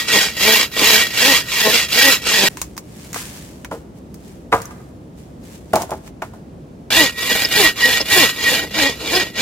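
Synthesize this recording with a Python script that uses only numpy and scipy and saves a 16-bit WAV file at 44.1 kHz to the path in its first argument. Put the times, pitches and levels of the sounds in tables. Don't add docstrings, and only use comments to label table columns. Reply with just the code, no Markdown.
import sys
import numpy as np
from scipy import signal
from scipy.fft import rfft, irfft, next_fast_len
from scipy.io import wavfile
from scipy.ndimage import uniform_filter1d

SR = 44100
rng = np.random.default_rng(int(sys.argv[2]) if len(sys.argv) > 2 else 0)


def unload_audio(sound):
    columns = np.transpose(np.atleast_2d(sound))
    steps = np.round(np.clip(columns, -1, 1) * 32767)
    wavfile.write(sys.argv[1], SR, steps.astype(np.int16))


N = 414981
T = np.arange(N) / SR

# pitch in Hz, width in Hz, relative level in dB.
LIMB_MODES = [(182.5, 74, -2), (304, 45, 6.5), (428, 85, 7.5), (510, 100, 7), (652.5, 37, 4),
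              (860, 200, -1.5), (1078, 30, 0.5), (1080, 74, -12.5)]
# frequency in Hz, relative level in dB.
RASP_COLOURS = [
    [(150, -20), (600, -13), (1000, -9.5), (1400, -7), (1750, -3), (2400, -3), (3500, -2.5), (4200, -5),
     (4550, -4), (5000, -6.5), (6000, -8), (8000, -5), (16000, -29)],
    [(150, -11), (600, -6.5), (1000, -7), (1400, -5), (1750, -1), (2400, -0.5), (3500, 0.5), (4200, 0.5),
     (4550, -13.5), (5000, -5.5), (6000, -6), (8000, -44), (16000, -62)],
]
# start in seconds, relative peak in dB, brightness in Hz,
# which cut piece (0 or 1), ring t60 in seconds.
WOOD_KNOCKS = [(3.159, -18.5, 1320, 0, 0.034), (3.713, -18, 1180, 1, 0.16), (3.725, -19.5, 484, 0, 0.14),
               (4.52, -13, 1400, 0, 0.078), (4.526, -3.5, 1900, 0, 0.037), (4.533, -3, 1110, 0, 0.14),
               (4.6, -28, 1200, 0, 0.087), (4.706, -33.5, 1300, 0, 0.13), (4.8, -40.5, 1300, 0, .07),
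               (5.733, -4, 925, 1, 0.14), (5.7578, -8.5, 900, 1, 0.16), (5.809, -18.5, 890, 1, 0.14),
               (5.833, -21, 696, 1, 0.045), (5.892, -23.5, 825, 1, 0.21), (5.916, -15.5, 880, 1, 0.13),
               (6.22, -17, 1390, 1, .1), (6.336, -33.5, 1230, 1, .13)]


def undb(db):
    return 10 ** (np.asarray(db) / 20)


def unit(x):
    return x / np.sqrt(np.mean(x ** 2))


def peak(x):
    return x / np.abs(x).max()


def through(x, response):
    return signal.oaconvolve(x, response)[:len(x)]


def colour(points, size=4096):
    hz, db = np.transpose(points)
    f = np.maximum(np.fft.rfftfreq(size, 1 / SR), 1)
    spectrum_db = np.interp(np.log(f), np.log(hz), db)
    cepstrum = irfft(np.log(undb(spectrum_db)))
    cepstrum[1:size // 2] *= 2
    cepstrum[size // 2 + 1:] = 0
    return irfft(np.exp(rfft(cepstrum)))


def body(modes, size=4096):
    t = T[:size]
    response = np.zeros(size)
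    for k, (hz, width, db) in enumerate(modes):
        decay = np.exp(-np.pi * width * t)
        response += (-1) ** k * undb(db) * width / SR * decay * np.cos(2 * np.pi * hz * t)
    return response


def walk(rate):
    k = max(int(SR / rate), 1)
    steps = np.repeat(rng.standard_normal(N // k + 1), k)
    return unit(uniform_filter1d(steps, k)[:N])


def steady(x, span_s=0.051):
    power = uniform_filter1d(x ** 2, int(span_s * SR))
    return x / np.sqrt(np.abs(power) + 1e-12)


def crackle(rate, spread_db):
    happens = rng.random(N) < rate / SR
    return happens * rng.standard_normal(N) * undb(spread_db * rng.standard_normal(N))


def burst(t60, size=12000):
    return rng.standard_normal(size) * undb(-60 * T[:size] / max(t60, 1e-3))


def bell(s, half_s):
    return np.exp(-np.minimum(((T - s) / half_s) ** 2, 60))


def add(out, s, sound):
    i = max(int(s * SR), 0)
    out[i:i + len(sound)] += sound[:N - i]


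def strokes(rows):
    turn_drop_db = [22.2, 19, 19.6, 22.2]
    dust_flatness = 0.68
    glide_db, catch_db = -1.5, 3.5
    catch_s, catch_rise_s = .025, 0.0025
    speed, power = np.zeros(N), np.full((4, N), 1e-12)
    for s, rise_s, fall_s, flatness, jerk_at_s, *levels in rows:
        near = slice(*np.searchsorted(T, [s - 2 * rise_s, s + 2 * fall_s]))
        t = T[near]
        offset = np.maximum((s - t) / rise_s, (t - s) / fall_s)
        slack = offset ** flatness
        speed[near] = np.maximum(speed[near], 1 - slack)
        caught = .5 + .5 * np.tanh((t - jerk_at_s) / catch_rise_s)
        jerk_db = catch_db * np.exp(-np.abs(t - jerk_at_s) / catch_s)
        grip_db = (1 - caught) * glide_db + caught * jerk_db
        for k in range(3):
            power[k, near] += undb(levels[k] + grip_db - turn_drop_db[k] * slack) ** 2
        dust_slack = offset ** (flatness * dust_flatness)
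        power[3, near] += undb(levels[3] - turn_drop_db[3] * dust_slack) ** 2
    return speed, power


def bites(free_hz):
    # loudest at in seconds, half length in seconds, relative level in dB,
    # tooth rate in Hz, glide in octaves per second.
    groans = [(.16, .025, -19.5, 205.2, -3), (0.496, .04, -16, 217.7, 0.97), (.822, .022, -21.5, 204.7, 1),
              (.93, .05, -23, 219.5, 0), (1.245, .028, -21, 256.1, 2), (1.3, .034, -17.5, 277.5, -2.5),
              (1.674, .024, -14, 217.6, 0), (1.746, .02, -22.5, 243.6, 2.5), (1.979, .022, -23, 238.9, 3.5),
              (2.075, .036, -16.5, 271.4, -2.5), (2.432, .04, -22, 196.9, 0),
              (7.014, .036, -15.5, 305.7, -5), (7.617, .036, -15, 380.7, -6.5),
              (7.875, .028, -22, 253.9, 0.5), (8.18, .027, -15.5, 359.1, -5.5),
              (8.23, .025, -17.5, 257.5, -12), (8.635, .03, -27, 322.5, 0), (8.786, .025, -23, 319.6, 0),
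              (8.85, .04, -19, 278.8, 1), (9.042, .025, -28.5, 322.8, 0.5), (9.164, .032, -17.5, 372, 2.5)]
    sharpness, pull = 1.5, 30
    hz, weight, power = free_hz.copy(), np.ones(N), np.zeros(N)
    for s, half_s, db, bite_hz, glide in groans:
        near = slice(*np.searchsorted(T, [s - 3 * half_s, s + 3 * half_s]))
        t = T[near] - s
        swell = np.exp(-sharpness * (t / half_s) ** 2)
        hz[near] += pull * swell * bite_hz * 2 ** (glide * t)
        weight[near] += pull * swell
        power[near] += undb(db) ** 2 * swell
    return hz / weight, power


def teeth(hz, jitter, scatter_db, tear_share):
    turns = np.cumsum(hz * (1 + jitter * walk(300))) / SR
    tooth = turns.astype(int)
    force = undb(scatter_db * rng.standard_normal(tooth.max() + 1))[tooth]
    knocks = np.diff(tooth, prepend=0) * force
    return knocks, force * np.exp(-(turns % 1) / tear_share)


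def sliding(x, rows, trip_s=.0011, swing=.3, echo=.45):
    turns = [s - rise_s for s, rise_s, *_ in rows] + [rows[-1][0] + rows[-1][2]]
    travel = np.cos(np.pi * np.interp(T, turns, np.arange(len(turns))))
    trip = trip_s * (1 + swing * travel + 0.071 * walk(25))
    return x + sum(echo ** k * np.interp(T - k * trip, T, x) for k in range(1, 4))


def singing(hz, rubbed_db, span):
    # loudest at in seconds, half length in seconds, relative level in dB.
    flare_rows = [(1.032, 0.02, -17.5), (1.312, 0.014, -17), (2.094, 0.01, -12), (7.66, 0.0204, -12),
                  (7.847, 0.017, -7.5), (7.965, .012, -20.5), (8.134, 0.02, -14.5), (8.477, 0.015, -10.5),
                  (8.869, .016, -16)]
    wander_hz = 17
    fits_db, fits_per_s = 6.5, 50
    phase = 2 * np.pi * np.cumsum(hz + wander_hz * walk(90)) / SR
    fits = unit(undb(fits_db * np.minimum(walk(fits_per_s), 1))) * undb(rubbed_db - 2.0)
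    flares = sum(undb(db) ** 2 * bell(s, half_s) for s, half_s, db in flare_rows if span[0] < s < span[1])
    return unit(np.sin(phase)) * np.sqrt(fits ** 2 + flares)


def saw(span, rows, teeth_hz, rasp_colour, squeal_hz):
    # pitch in Hz, width in Hz, relative level in dB.
    blade_modes = [(2311, 26, -0.5), (2464, 22, 1.5), (2761, 38, -0.5), (2990, 22, 0), (3276, 64, -3),
                   (3790, 26, -9.5), (3913, 50, -2.5), (4314, 45, -5), (4733, 48, -2), (4904, 48, -2),
                   (5308, 55, -3.5), (6006, 50, -7.5), (6480, 54, -10), (6835, 60, -3), (7370, 30, -11),
                   (7930, 49, -12), (8600, 33, -16)]
    # frequency in Hz, relative level in dB.
    dust_colour = [(2000, -29), (5500, -15), (7200, 7), (9000, 6.5), (11500, 5), (12600, 0.5),
                   (14000, -1.5), (16000, -12.5)]
    # pitch in Hz, width in Hz, relative level in dB.
    tooth_modes = [(12420, 230, 0.5), (13100, 260, -15), (13900, 495, -4)]
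    crawl = .22

    speed, (rasp_power, drum_power, squeal_power, dust_power) = strokes(rows)
    hz, groan_power = bites(teeth_hz * np.maximum(speed, crawl))
    grain_db = .45 * walk(45)
    powers = [rasp_power, drum_power + groan_power, squeal_power, dust_power]
    rasp_db, bite_db, squeal_db, dust_db = 10 * np.log10(powers) + grain_db
    contact = uniform_filter1d(1. * ((T >= span[0]) & (T <= span[1])), size=60)

    skip = np.clip((-21 - bite_db) / 9, 0, 1)
    knocks, pull = teeth(hz, jitter=.027 + .14 * skip, scatter_db=2.5, tear_share=0.82)
    judder = undb((0.6 + 0.95 * skip) * walk(60))
    layers = []
    for squeal_gain in undb([-1.2, -6]):
        fibres = steady(crackle(rate=12000, spread_db=2.5) * (.7 + pull) * judder, span_s=.06)
        drum = through(steady(knocks * judder) + (0.25 + 0.34 * skip) * fibres, body(LIMB_MODES))
        wood = steady(drum) * undb(bite_db - 0.96)
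        echoed = sliding(fibres, rows)
        tear = unit(through(echoed, colour(rasp_colour))) * undb(rasp_db + 0.72)
        ring = unit(through(fibres, body(blade_modes))) * undb(rasp_db - 1.5)
        dust = unit(through(echoed, colour(dust_colour))) * undb(dust_db - 4.5)
        scrape = rng.standard_normal(N) * (.7 + pull)
        dust += unit(through(scrape, body(tooth_modes))) * undb(dust_db - 5.5)
        squeal = singing(squeal_hz, squeal_db, span) * squeal_gain
        layers.append((wood + tear + dust + ring + squeal) * contact)
    return np.array(layers)


def air():
    # frequency in Hz, relative level in dB.
    air_colour = [(12, -60), (20, -30.5), (44, -11.5), (65, -2.5), (81, -7.5), (116, -6.5), (172, -4.5),
                  (285, -7.5), (446, -15.5), (542, -17), (949, -29), (1220, -34), (1440, -37),
                  (7730, -48.5), (16000, -58)]
    # frequency in Hz, side against middle in dB.
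    air_width = [(30, -24.5), (250, -12.5), (1000, 2), (4000, -3.5), (12000, 4)]
    mid, side = (through(rng.standard_normal(N), colour(air_colour)) for _ in range(2))
    side = through(side, colour(air_width))
    return unit(np.array([mid + side, mid - side])) * undb(-37.5 + 0.23 * walk(5.6))


def binding():
    # start in seconds,
    # peak in dB of limb thump and rasp together.
    snags = [(0.162, -11), (0.763, -18.5), (.815, -10.5), (1.671, -9), (1.917, -30), (2.432, -7.5),
             (7.309, -13.5), (7.347, -19), (7.376, -30), (7.442, -22), (8.001, -14.5), (8.515, -13)]
    # loudest at in seconds, level in dB, pitch in Hz, half length in seconds.
    chirps = [(7.452, -10.5, 4860, 0.0052), (7.832, -19, 4670, 0.0056), (8.012, -16, 4960, 0.0089),
              (9.158, -14.5, 4845, .008)]
    out = np.zeros(N)
    for s, db in snags:
        jolt = burst(t60=0.079)
        thump = peak(through(jolt, body(LIMB_MODES)))
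        tear = peak(through(jolt, colour(RASP_COLOURS[0])))
        add(out, s, undb(db) * peak(thump + 0.37 * tear))
    for s, db, hz, length in chirps:
        t = T[:int(6 * length * SR)] - 3 * length
        modes = [(hz, 200, 0), (hz * 1.09, 260, -3)]
        tone = unit(through(rng.standard_normal(len(t)), body(modes)))
        add(out, s + t[0], undb(db) * tone * np.exp(-(t / length) ** 2))
    return out


def stereo(middle, side):
    # frequency in Hz, squared coherence set by the mix (below 0 counts as 0).
    port_likeness = [(60, 0.89), (130, 0.95), (290, 0.93), (640, 0.82), (1410, 0.61), (3100, 0.59),
                     (6820, -0.18), (15000, 0.09)]
    # frequency in Hz, phase in radians by which the left port leads.
    port_lead = [(0, -1), (1120, 0.5), (1640, 0.7), (1890, 0.67), (2150, 0.3), (3620, 0.84), (4130, 0.53),
                 (4910, 1.77), (5340, 1.2), (7840, 4), (8100, 6), (10200, 4), (13000, 7), (15800, 3.5)]
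    # frequency in Hz, left minus right in dB.
    port_tilt = [(60, 0.0), (110, -0.5), (200, 0.0), (380, -0.5), (700, -2), (1290, 0.0), (2380, -1.2),
                 (4400, -2), (8120, -0.5), (15000, -2.4)]
    size = next_fast_len(N)
    f = np.fft.rfftfreq(size, 1 / SR)
    tables = (port_likeness, port_lead, port_tilt)
    likeness, lead, tilt = (np.interp(f, *np.transpose(p)) for p in tables)
    alike = np.sqrt(np.clip(likeness, 0, 1))
    sign = np.array([[1], [-1]])
    shared = np.sqrt((1 + alike) / 2) * rfft(middle, size)
    opposed = np.sqrt((1 - alike) / 2) * rfft(side, size)
    ports = shared + sign * opposed
    return irfft(ports * np.exp(sign * .5j * lead) * undb(sign * tilt / 2), size)[:, :N]


def brushing_level():
    # loudest at in seconds,
    # relative level in dB, swell and fade in seconds over 20 dB (a row with a long negative fade is silent).
    swishes = [(2.5, -41.5, 0.016, 0.2), (2.575, -38, 0.018, 0.17), (3.03, -41.5, 0.29, 0.53),
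               (3.162, -27.5, 0.04, 0.2652), (3.37, -39.5, 0.28, 0.34), (3.71, -38, 0.083, -0.37),
               (3.98, -51.5, 0.054, .03), (4.155, -45, .04, -0.54), (4.28, -48, 0.22, 0.23),
               (4.62, -46, 0.092, 0.37), (5.185, -50, .04, .2), (5.45, -46.5, 0.064, 0.33),
               (5.555, -42, .1, 0.05), (5.82, -31.5, 0.11, 0.04), (6.077, -41, 0.063, 0.03),
               (6.28, -46, 0.043, -0.8)]
    stir_db, stir_slope = -30, 0.62
    stirs = [(s, stir_db + stir_slope * db, .004, 0.1) for s, db, *_ in WOOD_KNOCKS]
    power = np.zeros(N)
    for s, db, swell_s, fade_s in list(swishes) + stirs:
        near = slice(*np.searchsorted(T, [s - 2 * swell_s, s + 2 * fade_s]))
        offset = np.maximum((s - T[near]) / swell_s, (T[near] - s) / fade_s)
        power[near] += undb(db - 20 * offset) ** 2
    return np.sqrt(power)


def brushing():
    # frequency in Hz, relative level in dB.
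    brush_colour = [(530, -31), (900, -3), (1440, -6.5), (1680, -2.5), (2330, -3.5), (4010, -6),
                    (7400, -4.5), (14900, -12), (16000, -14)]
    grains = unit(crackle(rate=9000, spread_db=4))
    grains = grains + .25 * unit(crackle(rate=70, spread_db=3))
    return unit(through(grains, colour(brush_colour))) * brushing_level() * undb(-3 + 0.37 * walk(40))


def twigs():
    # start in seconds, relative level in dB, relative woody body in dB,
    # base t60 in seconds (the crack takes 0.32 of it, the sprinkle 4 times).
    snaps = [(2.5714, -20.5, 3, 0.026), (2.616, -8.5, -3, 0.025), (2.7672, -23.5, -2, 0.013),
             (2.7781, -12, -2, 0.02), (3.1308, -15, -5, 0.02), (3.1438, -15.5, 3, 0.044),
             (3.647, -21.5, 6, 0.017), (4.143, -28.5, -8, 0.035), (4.528, -42, 16, .04),
             (4.618, -18, -6, 0.022), (4.6554, -19.5, -12, 0.015), (5.7351, -9.5, -14, 0.023),
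             (5.757, -8, -3, 0.029), (5.82, -13.5, -12, 0.015), (5.8344, -33, -7, 0.018),
             (5.907, -20, -3, 0.014), (6.0771, -34, 5.5, 0.018), (6.2222, -24, 10, 0.032)]
    # frequency in Hz, relative level in dB.
    snap_colour = [(500, -2), (2000, -11.5), (4000, -8.5), (6500, 2.5), (9000, -3.5), (13000, -6),
                   (16000, -5.5)]
    out = np.zeros(N)
    for s, db, body_db, t60 in snaps:
        crack = burst(t60 * 0.32) + undb(-15.5) * burst(t60 * 4)
        stick = peak(through(crack, body([(980, 230, -0.031), (2160, 500, -0.95)])))
        bright = peak(through(crack, colour(snap_colour)))
        add(out, s, undb(db + 1.5) * (bright + undb(body_db - 6.0) * stick))
    return out


def woodpile():
    # mode in Hz, relative level in dB,
    # share of the knock's ring time.
    billets = [
        [(296, -13.5, 1.7), (460, -5.5, 1.4), (548, -5.5, 0.86), (728, -5, 0.91), (985, -3, 0.33),
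         (1190, -2.5, 0.86), (1240, -2.5, 0.67), (1610, -7, 1.1), (1700, -29, 0.68), (2190, -10.5, 1.2)],
        [(217, -3.5, 2.05), (386, -1, 1.15), (533, -7, 1), (640, 3, 1), (729, 2, 0.69), (845, 0, 0.66),
         (900, -2, 0.93), (1033, 2, 0.64), (1170, -19, .8), (1435, -1, 0.8), (1880, -18, .6)],
    ]
    out, t = np.zeros(N), T[:12000]
    for s, db, bright_hz, piece, t60 in WOOD_KNOCKS:
        ring = np.zeros(len(t))
        for k, (hz, mode_db, share) in enumerate(billets[piece]):
            ring += (-1) ** k * undb(mode_db - 60 * t / (t60 * share)) * np.sin(2 * np.pi * hz * t)
        thud = undb(-24.5 - 60 * t / 0.36) * np.sin(2 * np.pi * 108 * t)
        contact = colour([(bright_hz / 8, -14), (bright_hz / 2, -1), (bright_hz, 0),
                          (bright_hz * 1.28, -7), (bright_hz * 3, -25), (bright_hz * 10, -42)])
        clatter = peak(through(burst(t60), contact))
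        add(out, s, undb(db + 3.5) * peak(peak(through(ring, contact)) + 0.74 * clatter + thud))
    return out


def place(x, lag_s, scatter_db):
    sticks = through(burst(t60=.05, size=4096), colour([(300, -14), (1500, -5), (5000, 0)]))
    side = undb(scatter_db) * through(x, sticks / np.linalg.norm(sticks))
    return np.array([x + side, np.roll(x, int(lag_s * SR)) - side])


def forest(x, t60, wet_db, size=40000):
    shade = colour([(150, -12.5), (700, -7.5), (1250, -4.0), (1800, -1.0), (3000, -10.5), (10000, -28.0)])
    onset = 1 - np.exp(-T[:size] / 0.021)
    tails = [through(burst(t60, size=size) * onset, shade) for _ in range(2)]
    return undb(wet_db) * np.array([through(x, tail / np.linalg.norm(tail)) for tail in tails])


def scene():
    bouts = [(0, 2.486), (6.904, 9.41)]
    # fastest at in seconds, speeding up and slowing down in seconds,
    # flatness (below 2 pointed, 2 round, 7 square), quiet slide ends with a jerk at in seconds
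    # (outside the stroke: no jerk heard), then relative levels in dB of rasp, drumming of the limb,
    # blade squeal and sawdust hiss.
    stroke_rows = [
        [(-.088, 0.11, 0.15, 2.8, -1, -16, -32, -20.5, -19.5),
         (.171, 0.12, .16, 2.9, .083, -15.5, -28.5, -18.5, -22),
         (.525, 0.18, 0.15, 3.1, 0.6, -12.8, -25, -17.5, -15.5),
         (.916, .19, .18, 2.6, .764, -12.5, -26, -18, -15),
         (1.305, 0.2, .13, 2.9, 0.94, -13, -27.5, -19.5, -17),
         (1.69, 0.24, 0.2, 3.8, 1.74, -16, -31.5, -20, -20.5),
         (2.072, 0.19, 0.12, 3.6, 2.2, -11.5, -28.5, -14.5, -15),
         (2.411, 0.2, 0.22, 3.7, 2.255, -15.5, -25.5, -18, -22)],
        [(6.998, 0.16, 0.12, 2.1, 7.8, -11.5, -23.5, -13, -16.5),
         (7.398, 0.25, .078, 7, 7.3, -21, -31.5, -20.5, -24), (7.626, 0.16, 0.1, 2.7, 7.65, -13, -25, -15, -16),
         (7.899, .15, .145, 4.1, 6.9, -18.5, -31, -19, -22.5),
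         (8.17, .12, .178, 2.6, 8.2, -13, -27, -17.5, -15),
         (8.52, 0.19, 0.16, 2, 7.5, -18, -27.5, -17.5, -21.5),
         (8.821, 0.11, 0.13, 1.9, 9.1, -15, -23.5, -15, -23.5),
         (9.165, 0.2, .128, 1.4, 9.2, -17, -22.5, -19.5, -23),
         (9.439, 0.093, 0.13, 3, 9.2, -17.5, -25, -21.5, -26)],
    ]
    full_teeth_hz = [222.4, 260]
    squeal_hz = [1906, 1911]
    sawing = sum(saw(*bout) for bout in zip(bouts, stroke_rows, full_teeth_hz, RASP_COLOURS, squeal_hz))
    sawing = sawing + np.array([binding(), binding()])
    knocks = woodpile()
    near = stereo(*sawing)
    near += place(knocks, lag_s=.00012, scatter_db=-17.5)
    near += place(twigs(), lag_s=0, scatter_db=-1.5)
    near += brushing() + 0.99 * np.array([[1], [-1]]) * brushing()
    echoes = forest(knocks, t60=0.77, wet_db=-29.0) + forest(sawing[0], t60=.5, wet_db=-48.5)
    return near + echoes + air()


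def record(dry):
    dry = signal.sosfilt(signal.butter(3, 36, "high", fs=SR, output="sos"), dry)
    rounded = dry / (1 + dry ** 6) ** (1 / 6)
    return signal.sosfilt(signal.ellip(10, .1, 70, 16000, fs=SR, output="sos"), rounded)


dry = scene()
out = record(dry)
unload_audio(out)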